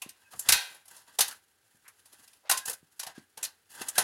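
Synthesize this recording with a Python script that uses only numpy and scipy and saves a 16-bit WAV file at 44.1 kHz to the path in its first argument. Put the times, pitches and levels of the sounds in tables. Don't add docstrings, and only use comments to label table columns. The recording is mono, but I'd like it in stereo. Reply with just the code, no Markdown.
import sys
import numpy as np
from scipy import signal
from scipy.fft import rfft, irfft
from scipy.io import wavfile

SR = 44100
rng = np.random.default_rng(int(sys.argv[2]) if len(sys.argv) > 2 else 0)


def write(x):
    x = np.atleast_2d(x).T
    wavfile.write(sys.argv[1], SR, np.round(np.clip(x, -1, 1) * 32767).astype(np.int16))


N = 177782
EVENT_T = np.arange(int(0.5 * SR)) / SR
SCENE_T = np.arange(N) / SR
SIDES = np.array([[1], [-1]])


def undb(db):
    return 10 ** (np.asarray(db) / 20)


def unit(x):
    return x / np.sqrt(np.mean(x ** 2))


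def fade(t60_s):
    return np.exp(-np.log(1000) * EVENT_T / t60_s)


def arch(length_s):
    return np.sin(np.pi * np.minimum(EVENT_T / length_s, 1))


def add(out, start_s, x):
    i = int(start_s * SR)
    out[:, i:i + x.shape[1]] += x[:, :N - i]


def colour(x, points, size=2048):
    hz, db = np.transpose(points)
    bins_hz = np.arange(size // 2 + 1) * SR / size
    log_gain = np.log(undb(np.interp(np.log(bins_hz + 1), np.log(hz), db)))
    cepstrum = irfft(log_gain)[:size // 2]
    response = irfft(np.exp(2 * rfft(cepstrum, size) - cepstrum[0]))[:size // 2]
    return signal.fftconvolve(x, response[None], axes=1)[:, :x.shape[1]]


def pan(x, points):
    left = colour(x[:1], [(hz, db / 2) for hz, db in points])
    right = colour(x[1:], [(hz, -db / 2) for hz, db in points])
    return np.vstack([left, right])


def stereo_noise(samples, apart_hz=1300, bass_spread=0.55):
    mid, side = rng.standard_normal((2, samples))
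    high = signal.sosfilt(signal.butter(1, apart_hz, "high", fs=SR, output="sos"), side)
    return (mid + SIDES * (high + bass_spread * (side - high))) / np.sqrt(2)


def flicker(samples, rate_hz, depth_db):
    knots = rng.standard_normal(samples // 8)
    wander = np.interp(np.arange(samples) * rate_hz / SR, np.arange(len(knots)), knots)
    return unit(undb(depth_db * wander))


def ringing(hz, t60_s):
    phase = rng.uniform(0, 2 * np.pi, len(hz))
    omega, loss, phase = np.float32([2 * np.pi * hz, np.log(1000) / t60_s, phase])[:, :, None]
    t = np.float32(EVENT_T)
    return np.sin(omega * t + phase) * np.exp(-loss * t)


# frequency in Hz, level in dB.
RAIL_MODES = [(447, -10.5), (794, 0.5), (904, -13), (975, -4), (1045, 3.5), (1378, -12), (1525, 1.5),
              (1642, -8), (1830, -2), (2033, 7), (2363, -6.5), (2529, 0), (2735, -7), (3591, 1.5),
              (3709, -2), (3879, 0.5), (3902, -0.5), (4124, -5.5), (4313, -2.5), (4561, -3), (4938, -4),
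              (5348, -6), (5940, -8), (6355, 0.5), (6385, -3), (7130, 1), (7324, 0), (8732, -11.5),
              (10214, -1), (11040, -4.5)]
# frequency in Hz, gain in dB.
BLOW_EQ = [(40, -23), (150, -11.5), (330, -10), (520, -2), (900, 5), (1230, -0.5), (1550, 0.5), (2150, -5),
           (2600, 0.5), (4300, 1.5), (8300, -0.5), (10500, 2), (13000, -5.5), (16000, -20.5)]
# start in seconds, level in dB, bass in dB, treble in dB,
# ring in dB, resonance of the struck spot in Hz, its strength (0 = none).
BLOWS = [(0.016, -33.5, 1, 5.5, -15.5, 2630, 6), (0.088, -38.5, -21, 4.5, -20, 7300, -0.5),
         (0.33, -42.5, 8.5, -2.5, -25, 1230, 2.5), (0.39, -35, -4.5, 12.5, -18, 7340, 1.3),
         (.485, -5.5, -8.5, 0.5, -14.5, 1610, 1.1), (.519, -6, -11.5, -.5, -9, 2035, 0.73),
         (0.742, -47.5, 6, -2.5, -18, 10800, 3), (0.852, -55, 2, 1, -7.5, 10850, 2),
         (0.877, -45.5, -1.5, 6, -39, 3050, 1), (0.961, -49, 1.5, 6.5, -6, 4400, 1),
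         (1.185, -14.5, 2.5, 2, -14, 720, .5), (1.203, -10.5, -12, 0.5, -7, 4500, 0.25),
         (1.276, -33.5, -28, 6.5, -25, 1355, 1.9), (1.307, -36.5, -5, -2.5, -7, 1470, 0),
         (1.876, -49, -4, 6, -11, 1605, -0.5), (2.053, -54.5, -1.5, 3.5, -2.5, 10580, 0.1),
         (2.125, -48, -5, 2.5, -8, 640, -2.5), (2.274, -46.5, -9, -0.5, -11.5, 10230, -0.1),
         (2.328, -50.5, -5.5, -2.5, -9, 10800, 0.2), (2.493, -14.5, -4, 0, -8.5, 1510, 3),
         (2.509, -12.5, -5.5, .5, -8, 1066, 1.5), (2.57, -23.5, -21, 2.5, -10.5, 4600, 0),
         (2.652, -32.5, -1, 9, -15.5, 4350, 0), (2.693, -29, -0.5, 8.5, -18, 456, 3),
         (2.727, -33.5, -3, 5.5, -38, 1640, 2.1), (2.992, -28, -10, 2, -7.5, 2580, .2),
         (3.028, -29, -1.5, -2.5, -20.5, 800, -0.5), (3.063, -30, -7.5, -3.5, -11, 767, 5),
         (3.371, -33, 3, -1.5, -15.5, 460, 1), (3.426, -27.5, -3, 4.5, -19, 7680, 1.5),
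         (3.435, -28.5, -9.5, 3.5, -20, 5850, 1.5), (3.445, -30.5, -14.5, 3.5, -15, 4240, 3.5),
         (3.745, -47.5, -8.5, 5, -17, 1600, 6), (3.812, -25, 2.5, -5.5, -35, 680, 1),
         (3.882, -28.5, -4.5, 9.5, -46, 7700, 0.75), (3.951, -43, -10, 0, 8, 1560, 3.5),
         (3.977, -11.5, -0.5, -2.5, -7, 10300, 1.6)]
LANDING_S = 1.1
HELD_T60_S, GROUNDED_T60_S = 0.4, 0.23
HELD_PAN_DB, GROUNDED_PAN_DB = -5, -7.5


def clacks(weak_count=520, strong_db=-20.5, weak_db=-3, buzz_db=-8, uneven_db=3.0,
           rise_s=0.0058, hold_s=0.0036, chatter_t60_s=0.059, spot_q=9):
    base_t60_s = 1 / 3
    strong_hz, mode_db = np.transpose(RAIL_MODES)
    weak_hz = rng.uniform(np.sqrt(380), np.sqrt(15500), weak_count) ** 2
    hz = np.r_[strong_hz, weak_hz]
    modes = ringing(hz, base_t60_s * np.interp(hz, [2000, 3300, 8000], [1.083, 1, 0.45]))
    weak_gain = undb(weak_db) * np.sqrt(2 / weak_count) * unit(weak_hz ** 0.25)
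    shared = np.r_[np.full(len(strong_hz), 0.75), 1 / (1 + (weak_hz / 1200) ** 2)]
    attack = np.minimum(EVENT_T / rise_s, 1) ** 2
    contact = np.minimum(fade(chatter_t60_s) * undb(60 * hold_s / chatter_t60_s), 1)
    bands_hz = np.geomspace(400, 16000, 48)
    out = np.zeros((2, N))
    for start_s, db, bass_db, treble_db, ring_db, spot_hz, spot_gain in BLOWS:
        held = start_s < LANDING_S
        t60_s, pan_db = (HELD_T60_S, HELD_PAN_DB) if held else (GROUNDED_T60_S, GROUNDED_PAN_DB)
        gain = np.r_[undb(mode_db + strong_db) * np.sqrt(t60_s / base_t60_s), weak_gain]
        common = np.sqrt(shared) * rng.choice([-1, 1], len(hz))
        drive = common + np.sqrt(1 - shared) * rng.standard_normal((2, len(hz)))
        ring = np.float32(drive * gain) @ modes * fade(t60_s) / fade(base_t60_s)
        chatter = stereo_noise(len(EVENT_T)) * flicker(len(EVENT_T), rate_hz=700, depth_db=0.83)
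        buzz = undb(buzz_db) * chatter * fade(t60_s)
        blow = attack * (chatter * contact + undb(ring_db) * (ring + buzz))
        blow += spot_gain * signal.lfilter(*signal.iirpeak(spot_hz, spot_q, fs=SR), blow)
        tilt_db = np.interp(bands_hz, [1006, 1916, 3700, 7200], [bass_db, 0, 0, treble_db])
        ripple_db = uneven_db * rng.uniform(-1, 1, len(bands_hz))
        blow = colour(blow, np.c_[bands_hz, tilt_db + ripple_db])
        add(out, start_s, undb(db) * pan(blow, [(3000, 0.0058), (7000, pan_db)]))
    return colour(out, BLOW_EQ)


# frequency in Hz, gain in dB.
SCRAPE_EQ = [(50, -11), (120, 0), (300, 1), (600, 4), (950, 6), (1200, 3), (1600, 8), (2200, -1.5),
             (2600, 5), (4000, 5), (7500, 1.5), (11000, 6.5), (13000, -6), (16000, -7.5)]
# start in seconds, length in seconds, level in dB, treble in dB.
PUSHES = [(0.024, 0.037, -58.5, -22), (0.133, 0.018, -62, -20), (0.205, 0.094, -65, -11),
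          (0.302, 0.026, -57.5, 2.5), (0.345, 0.015, -51, 5), (0.402, 0.033, -51.5, 1.5),
          (0.446, 0.082, -38.5, -13.5), (.69, 0.077, -53.5, -4), (.88, 0.14, -57, -1.5),
          (1.069, 0.028, -51, -10.5), (1.138, 0.024, -61.5, -0.5), (1.241, 0.073, -45.5, -0.5),
          (1.632, 0.68, -71, -0.5), (2.085, 0.1, -65, -2.5), (2.182, 0.068, -63.5, 2),
          (2.291, 0.08, -69, 1), (2.522, .05, -42, -19.5), (2.665, 0.031, -42.5, 3.5),
          (2.909, 0.048, -69, 3), (3.059, 0.03, -44.5, -26.5), (3.14, 0.049, -54.5, -12),
          (3.367, 0.11, -50, -8), (3.689, 0.059, -61.5, 3.5), (3.735, 0.23, -47, -5),
          (3.77, 0.059, -39, -9.5), (3.985, .04, -32, -27)]


def scrapes(attack_s=0.016, release_t60_s=0.21, fidget_db=-73, rail_db=-10, rail_t60_s=0.024, pan_db=-7):
    body_power = treble_power = undb(fidget_db) ** 2
    for start_s, length_s, db, treble_db in PUSHES:
        attack = np.clip((SCENE_T - start_s) / attack_s, 0, 1)
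        release = np.exp(-np.log(1000) * np.maximum(SCENE_T - start_s - length_s, 0) / release_t60_s)
        power = (undb(db) * attack * release) ** 2
        body_power = body_power + power
        treble_power = treble_power + power * undb(treble_db) ** 2
    slips = stereo_noise(N) * flicker(N, rate_hz=340, depth_db=1.5)
    slips *= flicker(N, rate_hz=70, depth_db=3.5)
    hz, mode_db = np.transpose(RAIL_MODES)
    modes = ringing(hz, np.full(len(hz), rail_t60_s))
    rails = unit(undb(mode_db) @ modes) / np.sqrt(len(EVENT_T))
    slips += undb(rail_db) * signal.fftconvolve(slips, rails[None], axes=1)[:, :N]
    body = signal.sosfilt(signal.butter(1, 3000, fs=SR, output="sos"), slips)
    rub = np.sqrt(body_power) * body + np.sqrt(treble_power) * (slips - body)
    return pan(colour(rub, SCRAPE_EQ), [(3000, 0), (7000, pan_db)])


# start in seconds, length in seconds, pitch in Hz, level in dB.
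SQUEAKS = [(0.248, 0.062, 1608, -66), (0.239, 0.05, 2577, -66.5), (2.6, 0.081, 1620, -51),
           (3.147, 0.045, 1634, -59.5), (3.224, 0.035, 1643, -70.5), (3.774, 0.01, 1560, -51),
           (3.953, 0.032, 1635, -43.5)]


def squeaks():
    out = np.zeros((2, N))
    for start_s, length_s, hz, db in SQUEAKS:
        pitch_hz = hz * flicker(len(EVENT_T), rate_hz=350, depth_db=0.17)
        tone = unit(np.sin(2 * np.pi * np.cumsum(pitch_hz) / SR))
        add(out, start_s, undb(db) * arch(length_s) * tone[None])
    return out


# start in seconds, level in dB, upper band edge in Hz,
# T60 in seconds, left minus right in dB.
THUDS = [(.062, -45, 410, 0.047, 0), (0.338, -55.5, 206, 0.15, 0), (0.371, -53.5, 161, 0.084, -1),
         (0.486, -46, 133, .12, -22.5), (0.526, -47, 90.3, 0.15, -23), (1.747, -63.5, 264.4, 0.11, 1.5),
         (1.819, -75.5, 159.5, 0.16, 1), (2.135, -55, 646, 0.022, 4), (2.192, -63.5, 252, 0.19, 2),
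         (2.829, -54.5, 318, 0.046, 4), (3.069, -60, 223, 0.1, -2), (3.179, -41.5, 342, 0.033, 2),
         (3.196, -56, 257, 0.088, 3), (3.813, -39, 506, 0.029, -2)]


def thuds(rise_s=0.0035, press_db=1, crumble_db=-3):
    out = np.zeros((2, N))
    for start_s, db, top_hz, t60_s, pan_db in THUDS:
        earth = signal.butter(2, [top_hz / 2.5, top_hz], "band", fs=SR, output="sos")
        press = signal.sosfilt(earth, signal.unit_impulse(len(EVENT_T)))
        soil = unit(signal.sosfilt(earth, stereo_noise(len(EVENT_T), bass_spread=0.16)))
        crumble = soil * fade(t60_s) * np.minimum(EVENT_T / rise_s, 1)
        thud = undb(press_db) * press / np.abs(press).max() + undb(crumble_db) * crumble
        add(out, start_s, undb(db + SIDES * pan_db / 2) * thud)
    return out


# start in seconds, length in seconds, level in dB, centre in Hz,
# width in octaves.
SCUFFS = [(0.323, 0.041, -52, 810, 2), (1.301, 0.047, -48, 1485, 0.38), (1.843, 0.066, -55.5, 1600, 1.03),
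          (2.196, 0.036, -66.5, 1310, 1.9), (2.429, 0.063, -58, 708, 0.98), (2.449, .05, -54, 1500, 2.5),
          (2.674, 0.042, -50.5, 454, 0.27), (3.035, 0.082, -51.5, 770, 0.52),
          (3.137, 0.077, -58, 2240, 3.1), (3.402, 0.038, -53, 447, 0.34)]


def scuffs():
    out = np.zeros((2, N))
    for start_s, length_s, db, centre_hz, octaves in SCUFFS:
        grit = stereo_noise(len(EVENT_T)) * flicker(len(EVENT_T), rate_hz=920, depth_db=4.0)
        edges_hz = centre_hz * 2 ** (np.array([-0.5, 0.5]) * octaves)
        swish = signal.sosfilt(signal.butter(2, edges_hz, "band", fs=SR, output="sos"), grit)
        add(out, start_s, undb(db) * unit(swish) * arch(length_s))
    return out


def yard_echo(x, delay_s=0.014, wall_db=-16, wall_t60_s=0.016, tail_db=-23, tail_t60_s=0.17):
    wall = undb(wall_db) * unit(stereo_noise(len(EVENT_T)) * fade(wall_t60_s))
    tail = undb(tail_db) * unit(stereo_noise(len(EVENT_T)) * fade(tail_t60_s))
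    response = colour((wall + tail) / np.sqrt(len(EVENT_T)), [(2000, 9.5), (12000, -33.5)])
    out = np.zeros((2, N))
    add(out, delay_s, signal.fftconvolve(x, response, axes=1)[:, :N])
    return out


# frequency in Hz, gain in dB.
AIR_EQ = [(18, -54), (30, -25.5), (103, -1.5), (134, -14), (437, -9.5), (632, -16), (801, -9), (913, -21.5),
          (1430, -9), (1720, -13), (16000, -24.5)]


def air(level_db=-70.5):
    hush = pan(colour(stereo_noise(N), AIR_EQ), [(3000, 1.0), (8000, -3)])
    return undb(level_db) * unit(hush) * flicker(N, rate_hz=7.3, depth_db=1)


# frequency in Hz, left minus right in dB.
MIC_BALANCE = [(100, -0.5), (700, -3), (1300, -0.5), (2400, 2.5), (4400, 1), (8000, -0.5), (15000, -6)]


def scene():
    direct = clacks() + scrapes() + squeaks() + thuds() + scuffs()
    return pan(direct + yard_echo(direct) + air(), MIC_BALANCE)


def record(dry):
    lowpass = signal.ellip(8, 0.2, 70, 15900, fs=SR, output="sos")
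    return signal.sosfilt(lowpass, np.tanh(dry))


dry = scene()
out = record(dry)
write(out)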